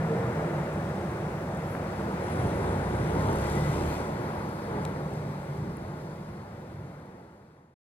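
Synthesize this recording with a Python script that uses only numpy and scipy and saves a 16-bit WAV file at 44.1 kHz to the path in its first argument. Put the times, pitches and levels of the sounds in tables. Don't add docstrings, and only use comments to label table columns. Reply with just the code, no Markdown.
import sys
import numpy as np
from scipy import signal
from scipy.fft import rfft, irfft, next_fast_len
from scipy.io import wavfile
from scipy.ndimage import uniform_filter1d, map_coordinates

SR = 44100
rng = np.random.default_rng(int(sys.argv[2]) if len(sys.argv) > 2 else 0)


def ratio_of_db(decibels):
    return 10 ** (np.asarray(decibels, float) / 20)


def generate_wav(sig):
    pcm = np.round(np.clip(np.atleast_2d(sig).T, -1, 1) * 32767).astype(np.int16)
    wavfile.write(sys.argv[1], SR, pcm)


N = 346185
T = np.arange(N) / SR

# (time [s], flow [dB])
CITY_FLOW = [
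    (0.0, 2),
    (0.45, 2),
    (0.85, 0),
    (1.4, -0.5),
    (2.1, -1.5),
]
# (frequency [Hz], level [dB per Hz])
CITY_COLOUR = [(15, -61.5), (25, -39), (46, -18), (70, -4.5), (184, 0.5), (261, -9.5), (342, -8.5),
               (413, -9), (540, -7), (854, -13.5), (1180, -17), (2080, -25), (3030, -35.5), (8910, -43),
               (15700, -50.5)]
# (level [dB], growth [dB per dB of flow])
CITY_LAYERS = [
    (-36, .4),
    (-35.5, 1.09),
    (-56.5, 0.5),
]
# (time [s], length [s], frequency [Hz], glide [Hz/s], level [dB])
FAR_ENGINES = [(0.04, .12, 160.3, 7, -29), (0.39, 0.091, 162, -33, -34.5), (0.56, .06, 149.3, -57.5, -30),
               (0.85, .12, 155, 39, -37.5), (0.0, 0.061, 119, 30, -40), (0.25, 0.082, 124.5, -6, -35),
               (0.115, 0.026, 455, 85, -29), (0.2, 0.088, 460, -41, -35), (0.55, 0.14, 341.3, -3, -41),
               (1.05, 0.33, 341.5, 0.5, -43.5), (4.69, 0.018, 460, 1, -33), (4.77, 0.034, 418, 0, -33),
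               (4.83, 0.062, 151.7, -29, -30), (5.04, 0.044, 150.5, 141, -34),
               (5.28, 0.21, 150.5, -48.5, -34), (5.49, 0.064, 141.7, -20, -30), (5.15, 0.089, 411, 0, -39),
               (5.62, 0.076, 400, -0.5, -39), (6.0, 0.18, 352.3, 0, -42), (6.2, 0.56, 152, 0, -38)]
# (frequency [Hz], width [Hz], level [dB])
PANELS = [(152, 4.3, 3), (198, 7.3, 2), (347, 7.7, 4), (862, 60, 1.5), (1417, 100, 2.5), (2460, 62, 0.5)]

# (time [s], peak [dB], frequency [Hz])
TICKS = [(0.737, -48, 9650), (1.3054, -53, 9020), (1.5479, -47, 6500), (1.5718, -44.5, 8130),
         (3.0753, -46, 8960), (3.5174, -41, 7570), (4.4937, -46, 11100), (5.1372, -44, 8100),
         (5.7698, -36.5, 10800), (5.882, -43, 6820), (6.29, -49, 10500), (7.058, -46.5, 9500)]
# (time [s], peak [dB])
KNOCKS = [
    (1.7512, -23.5),
    (4.8519, -18),
]
# (frequency [Hz], width [Hz], level [dB])
SOFT_SHELL = [(1250, 1300, 2), (2450, 1100, -1.5)]
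# (frequency [Hz], width [Hz], level [dB])
HARD_SHELL = [(2340, 170, 4), (3850, 450, -.5), (5700, 600, -7), (7680, 500, 0), (9220, 600, -8),
              (11200, 900, -4), (12800, 900, -10)]

# (time [s], length [s], frequency [Hz], glide [Hz/s], level [dB])
BRAKE = [
    (1.34, .035, 11950, 0, -71),
    (1.42, .06, 12200, 2003, -72),
    (1.57, .02, 12900, -6000, -78),
    (1.65, .035, 12200, -10000, -73),
]
# (time [s], length [s], frequency [Hz], level [dB])
PUFFS = [
    (1.72, .05, 11300, -62),
    (4.70, .04, 14000, -76),
    (3.92, .06, 13500, -59),
]
# (time [s], length [s], frequency [Hz], glide [Hz/s], level [dB])
GEARS = [
    (3.61, .12, 2006, 0, -50),
    (3.7, .25, 2480, 0, -64),
    (3.13, .12, 6130, 0, -71),
    (3.53, .1, 6075, 0, -68),
    (3.9, .15, 6090, -100, -71),
]
# (frequency [Hz], width [Hz], level [dB])
SHIELD = [(9800, 3500, 0)]
# (time [s], shaft speed [Hz], load [dB])
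CRANK = [
    (2.2, 28.0, -3),
    (2.6, 29.7, 0),
    (2.866, 31.2, 0),
    (3.24, 34.2, 0),
    (3.96, 38.67, 1.5),
    (4.1, 40.6, -18),
]
# (frequency [Hz], width [Hz], level [dB])
PIPE = [(37.6, 3.1, -47.5), (65.5, 4, -38), (73.7, 4.2, -33), (84.7, 3, -39), (91.8, 2.7, -36),
        (101.6, 3.4, -32.5), (113.2, 2.2, -41.5), (129.2, 3, -36), (138.4, 1.8, -31), (146.6, 2.3, -28.5),
        (156, 1.5, -34.5)]
# (time [s], nearness [dB], valve effort [0-1])
LORRY = [(2.0, -5.5, 0), (2.18, -4, 0), (2.4, -1, 0.37), (2.9, 0, 0.13), (3.1, 2, 0.55), (3.5, 3, 1.01),
         (3.95, 1.5, 0.95), (4.08, -0.5, 0.47), (4.4, 1.5, .35), (4.55, -3, 0.44), (4.72, 2, .35),
         (5.1, -2, 0.38), (6.0, -3.5, 0.4), (7.5, -2.5, 0.26)]
# (frequency [Hz], level [dB per Hz])
LORRY_COLOUR = [(15, -52.5), (25, -23.5), (75, -1.5), (152, 3.5), (205, -2), (268, -8.5), (342, -7),
                (727, -13.5), (878, -12), (1180, -17.5), (2020, -28), (2870, -41.5), (5950, -47),
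                (9930, -50.5), (15700, -62)]
# (frequency [Hz], level [dB])
COASTING = [(2800, -4.5), (4500, 2.5), (6000, -2), (8500, -4.5), (12000, 1.5), (15500, 0)]
# (time [s], extra boom [dB])
BUMPS = [(2.45, 5.5), (3.05, 5.5), (3.35, 4), (3.72, 6.5), (4.2, 3), (4.7, 6), (5.1, 4.5), (5.7, 9),
         (6.3, 5.5), (6.8, 6), (7.3, 2.5)]
LIFT_S = 3.95

# (frequency [Hz], likeness [0-1], extra left lead [rad], left-right [dB])
FAR_PORTS = [(200, 1, 0.11, -2), (330, 0.93, 0.39, -3), (520, 1, 0.19, -1.5), (690, 0.67, 0.04, -1.3),
             (910, 0.55, -0.17, 0), (1300, 0.36, 0.75, 2), (1560, 0.59, 0.98, 5.5), (1800, 0.46, 0.5, 9),
             (2000, 0.46, 0.016, 4.5), (3170, 0.33, 0.12, 5), (3600, 0.32, -1.3, 3.5),
             (5200, 0.23, -0.36, -1), (8930, 0.41, 0.43, 0.5), (15100, 0.13, -0.67, 0.96)]
# (frequency [Hz], likeness [0-1], extra left lead [rad], left-right [dB])
NEAR_PORTS = [(200, 0.91, 0.88, -3.5), (330, 0.99, 1.24, -5.5), (522, 0.62, -0.1, -1),
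              (716, 0.94, 1.6, 0.5), (876, 0.78, 0.34, 2), (1226, 0.53, 1.55, 1), (1580, 0.99, 0.86, 8),
              (1770, 0.42, 2, 4.5), (1970, 0.43, -0.03, 12), (2960, 0.44, 0.052, 9),
              (3640, 0.23, -1.4, 6.5), (5240, 0.67, -0.25, -1.12), (9000, 0.62, -0.13, -0.5),
              (15000, 0.18, -1.04, 8)]
# (start [s], aimed end [s], cut [s])
FADE = (2.83, 7.878, 7.743)


def unit(x):
    return x / np.sqrt(np.mean(x ** 2) + 1e-20)


def along(points, hz):
    f, *cols = np.transpose(points)
    return [np.interp(np.log(hz + 1), np.log(f + 1), c) for c in cols]


def curves(rows):
    s, *cols = np.transpose(rows)
    return [np.interp(T, s, c) for c in cols]


def window(rows, edge):
    opening = np.clip((T - rows[0][0]) / edge + 1, 0, 1)
    closing = np.clip((rows[-1][0] - T) / edge + 1, 0, 1)
    return opening * closing


def bell(s, span):
    return np.exp(-((T - s) / span) ** 2)


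def wobble(rate):
    return map_coordinates(rng.standard_normal(int(N * rate / SR) + 4), [T * rate])


def tone(hz, blur_hz, rate):
    return np.sqrt(2) * np.sin(2 * np.pi * np.cumsum(hz + blur_hz * wobble(rate)) / SR)


def drones(rows, blur_hz, rate):
    total = np.zeros(N)
    for s, span, hz, glide, db in rows:
        pitch = hz + glide * np.clip(T - s, -2 * span, 2 * span)
        total += ratio_of_db(db) * bell(s, span) * tone(pitch, blur_hz, rate)
    return total


def filtered(x, response):
    m = next_fast_len(N + 8192)
    return irfft(rfft(x, m) * response(np.fft.rfftfreq(m, 1 / SR)), m)[..., :N]


def modes(table):
    def response(f):
        total = 0
        for k, (centre, width, db) in enumerate(table):
            damping = 1j * f * width
            total = total + (-1) ** k * ratio_of_db(db) * damping / (centre * centre - f * f + damping)
        return total
    return response


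def coloured(spectrum):
    def gain(hz):
        panels_db = sum(db / (1 + ((hz - c) / w) ** 2) for c, w, db in PANELS)
        return ratio_of_db(along(spectrum, hz)[0] + panels_db)
    return gain


def patchy(depth_db):
    z = signal.stft(rng.standard_normal((3, N)), nperseg=512)[2]
    field = rng.standard_normal(z.shape[1:])
    field = uniform_filter1d(uniform_filter1d(field, 6, 0), 14, 1)
    return signal.istft(z * ratio_of_db(depth_db * unit(field)), nperseg=512)[1][:, :N]


def ports(table, hz):
    alike, lead, tilt_db = along(table, hz)
    apart = hz ** 3.5 / (hz ** 3.5 + 221.0 ** 3.72)
    port_lag = 1e-4
    half = apart * (lead + 2 * np.pi * hz * port_lag) / 2
    left = ratio_of_db(apart * tilt_db / 2) * np.exp(1j * half)
    right = ratio_of_db(-apart * tilt_db / 2) * np.exp(-1j * half)
    likeness = 1 - apart ** 2 * (1 - np.clip(alike, 0, 1) ** 0.77)
    return np.clip(likeness, 0, 1), np.array([left, right])


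def placed(x, table):
    return filtered(x, lambda hz: ports(table, hz)[1])


def bands(colour, table, depth_db):
    def shared(hz):
        likeness, pair = ports(table, hz)
        return np.sqrt(likeness) * pair

    def unshared(hz):
        likeness, pair = ports(table, hz)
        return np.sqrt(1 - likeness) * abs(pair)

    def low(hz):
        return 1 / (1 + (hz / 260) ** 6)

    def high(hz):
        return 1 - 1 / (1 + (hz / 2800) ** 6)

    def middle(hz):
        return 1 - low(hz) - high(hz)

    direct, *scatter = patchy(depth_db)
    field = filtered(direct, shared) + filtered(np.array(scatter), unshared)
    return [unit(filtered(field, lambda hz: colour(hz) * part(hz))) for part in (low, middle, high)]


def line_scan_whine():
    return sum(ratio_of_db(db) * np.sin(2 * np.pi * hz * T) for hz, db in ((15734, -79), (15747.5, -85)))


def city():
    flow_db, = curves(CITY_FLOW)
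    swell = .5 * wobble(2.75)
    wash = np.zeros((2, N))
    for (db, grows), part in zip(CITY_LAYERS, bands(coloured(CITY_COLOUR), FAR_PORTS, depth_db=0.4)):
        wash += ratio_of_db(db + grows * flow_db + swell + 0.36 * wobble(4.7)) * part
    return wash + placed(drones(FAR_ENGINES, blur_hz=1.65, rate=12.15), FAR_PORTS)


def camera_ticks():
    ticks, t = np.zeros(N + SR), np.arange(SR // 50) / SR
    for s, db, hz in TICKS:
        burst = rng.standard_normal(len(t)) * .8 + np.sin(2 * np.pi * hz * t)
        ticks[round(s * SR):][:len(t)] += ratio_of_db(db - 1.0 - 60 * t / 0.01) * burst
    return placed(filtered(ticks[:N], modes([(9500, 6600, 0)])), NEAR_PORTS)


def camera_knocks():
    def soft(hz):
        return modes(SOFT_SHELL)(hz) ** 2

    knocks = np.zeros(N)
    for (s, db), shell in zip(KNOCKS, (soft, modes(HARD_SHELL))):
        decay = ratio_of_db(-60 * np.clip(T - s, 0, 1) / .006)
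        blow = (T >= s) * decay * .08 * rng.standard_normal(N)
        blow[round(s * SR)] = 1
        ring = filtered(blow, shell)
        knocks += ratio_of_db(db) * ring / abs(ring).max()
    return np.array([ratio_of_db(2.5) * knocks, ratio_of_db(-2.5) * np.roll(knocks, 2)])


def brake():
    return ratio_of_db(2.1 * wobble(40)) * drones(BRAKE, blur_hz=40.1, rate=150)


def air_valves():
    air, puffs = rng.standard_normal(N), np.zeros(N)
    for s, span, hz, db in PUFFS:
        hiss = unit(filtered(air, lambda f: np.exp(-((f - hz) / 1500) ** 2)))
        puffs += ratio_of_db(db) * bell(s, span) * hiss
    return puffs


def belt():
    first_s, turn_s = 2.2363, .0762
    pitch_hz, sag_hz = 10080, 45
    slip_db, grip_db = -53.5, 4.5
    chirps, blur_hz = np.zeros(N), 170 * wobble(400)
    for k in range(7):
        u = np.clip((T - first_s - k * turn_s + .01) / 0.019, 0, 40)
        db = slip_db + grip_db * np.exp(-(k - 1.3) ** 2) + rng.normal(0, 1.2)
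        hz = (pitch_hz - k * sag_hz) * (1 - .004 * u) + blur_hz
        chirps += ratio_of_db(db - 6.0) * u * np.exp(1 - u) * np.sin(2 * np.pi * np.cumsum(hz) / SR)
    return chirps


def turbo():
    spool_s, spool_hz, full_hz = 2.5, 7700, 13700
    drag_s, drag_power = .175, .25
    boost_hz = np.minimum(spool_hz * np.exp(.49 * (T - spool_s)), full_hz)
    hz = boost_hz / (1 + np.clip(T - LIFT_S, 0, None) / drag_s) ** drag_power
    db = -69.3 + 1.5 * (T < LIFT_S)
    db = db - 1.6 * np.clip(hz / 1000 - 8.5, 0, None)
    db = db - 2.5 * np.clip(8.5 - hz / 1000, 0, None)
    opening = np.clip((T - spool_s) / .25, 0, 1)
    blur_hz = 110 + 90 * window(CRANK, .1)
    return opening * ratio_of_db(db + 2.5 * wobble(25)) * tone(hz, blur_hz, rate=400)


def gear_whine():
    return ratio_of_db(3.5 * wobble(40)) * drones(GEARS, blur_hz=20, rate=150)


def shield_rattle(turns):
    peak_s, span_s, sharpness = 3.444, .17, 5
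    blows = np.exp(sharpness * (np.cos(2 * np.pi * (turns - turns[round(peak_s * SR)])) - 1))
    shield = unit(filtered(rng.standard_normal(N), lambda hz: modes(SHIELD)(hz) ** 2))
    return ratio_of_db(-47.5 + 2.5 * wobble(30)) * bell(peak_s, span_s) * blows * shield


def exhaust_orders(shaft, turns, load_db):
    orders = np.zeros(N)
    for k in range(1, 5):
        power = sum((ratio_of_db(db) / (1 + ((k * shaft - c) / w) ** 2)) ** 2 for c, w, db in PIPE)
        orders += np.sqrt(power) * np.sin(2 * np.pi * k * turns)
    return np.sqrt(2) * ratio_of_db(load_db) * orders


def engine_noise(turns, load):
    boom, roar, clatter = bands(coloured(LORRY_COLOUR), NEAR_PORTS, depth_db=1.18)
    coasting = filtered(clatter, lambda hz: ratio_of_db(along(COASTING, hz)[0]))
    clatter = load * clatter + (1 - load) * coasting
    near_db, effort = curves(LORRY)
    bumps_db = sum(db * bell(s, 0.061 + 0.1 * max(s - LIFT_S, 0)) for s, db in BUMPS)
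    boom_db = -36.5 + 0.88 * near_db + bumps_db
    roar_db = -34 + near_db + 0.83 * wobble(5.5)
    clatter_db = -56.5 + 0.27 * near_db + 9.5 * effort
    beat = ratio_of_db(1.3 * load * np.cos(4 * np.pi * turns) + 0.61 * wobble(14))
    arrived = np.clip((T - LORRY[0][0]) / 0.39 + 1, 0, 1)
    return arrived * (ratio_of_db(boom_db) * boom + ratio_of_db(roar_db) * roar + ratio_of_db(clatter_db) * beat * clatter)


def lorry():
    shaft, load_db = curves(CRANK)
    turns = np.cumsum(shaft) / SR
    load = window(CRANK, 0.12)
    driven = load * exhaust_orders(shaft, turns, load_db) + shield_rattle(turns) + gear_whine()
    whistles = turbo() + brake() + belt() + air_valves()
    return engine_noise(turns, load) + placed(driven + whistles, NEAR_PORTS)


def scene():
    return city() + camera_ticks() + camera_knocks() + lorry()


def top_cut(x):
    return signal.sosfilt(signal.butter(12, 15800, fs=SR, output="sos"), x)


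def record(dry):
    heard = filtered(dry, lambda hz: (hz < 15780) / np.sqrt(1 + (hz / 14500) ** 10))
    start_s, end_s, cut_s = FADE
    fade = np.clip((end_s - T) / (end_s - start_s), 0, 1)
    cut = np.clip((cut_s - T) / 0.0047, 0, 1)
    return top_cut((heard + line_scan_whine()) * fade * cut)


dry = scene()
out = record(dry)
generate_wav(out)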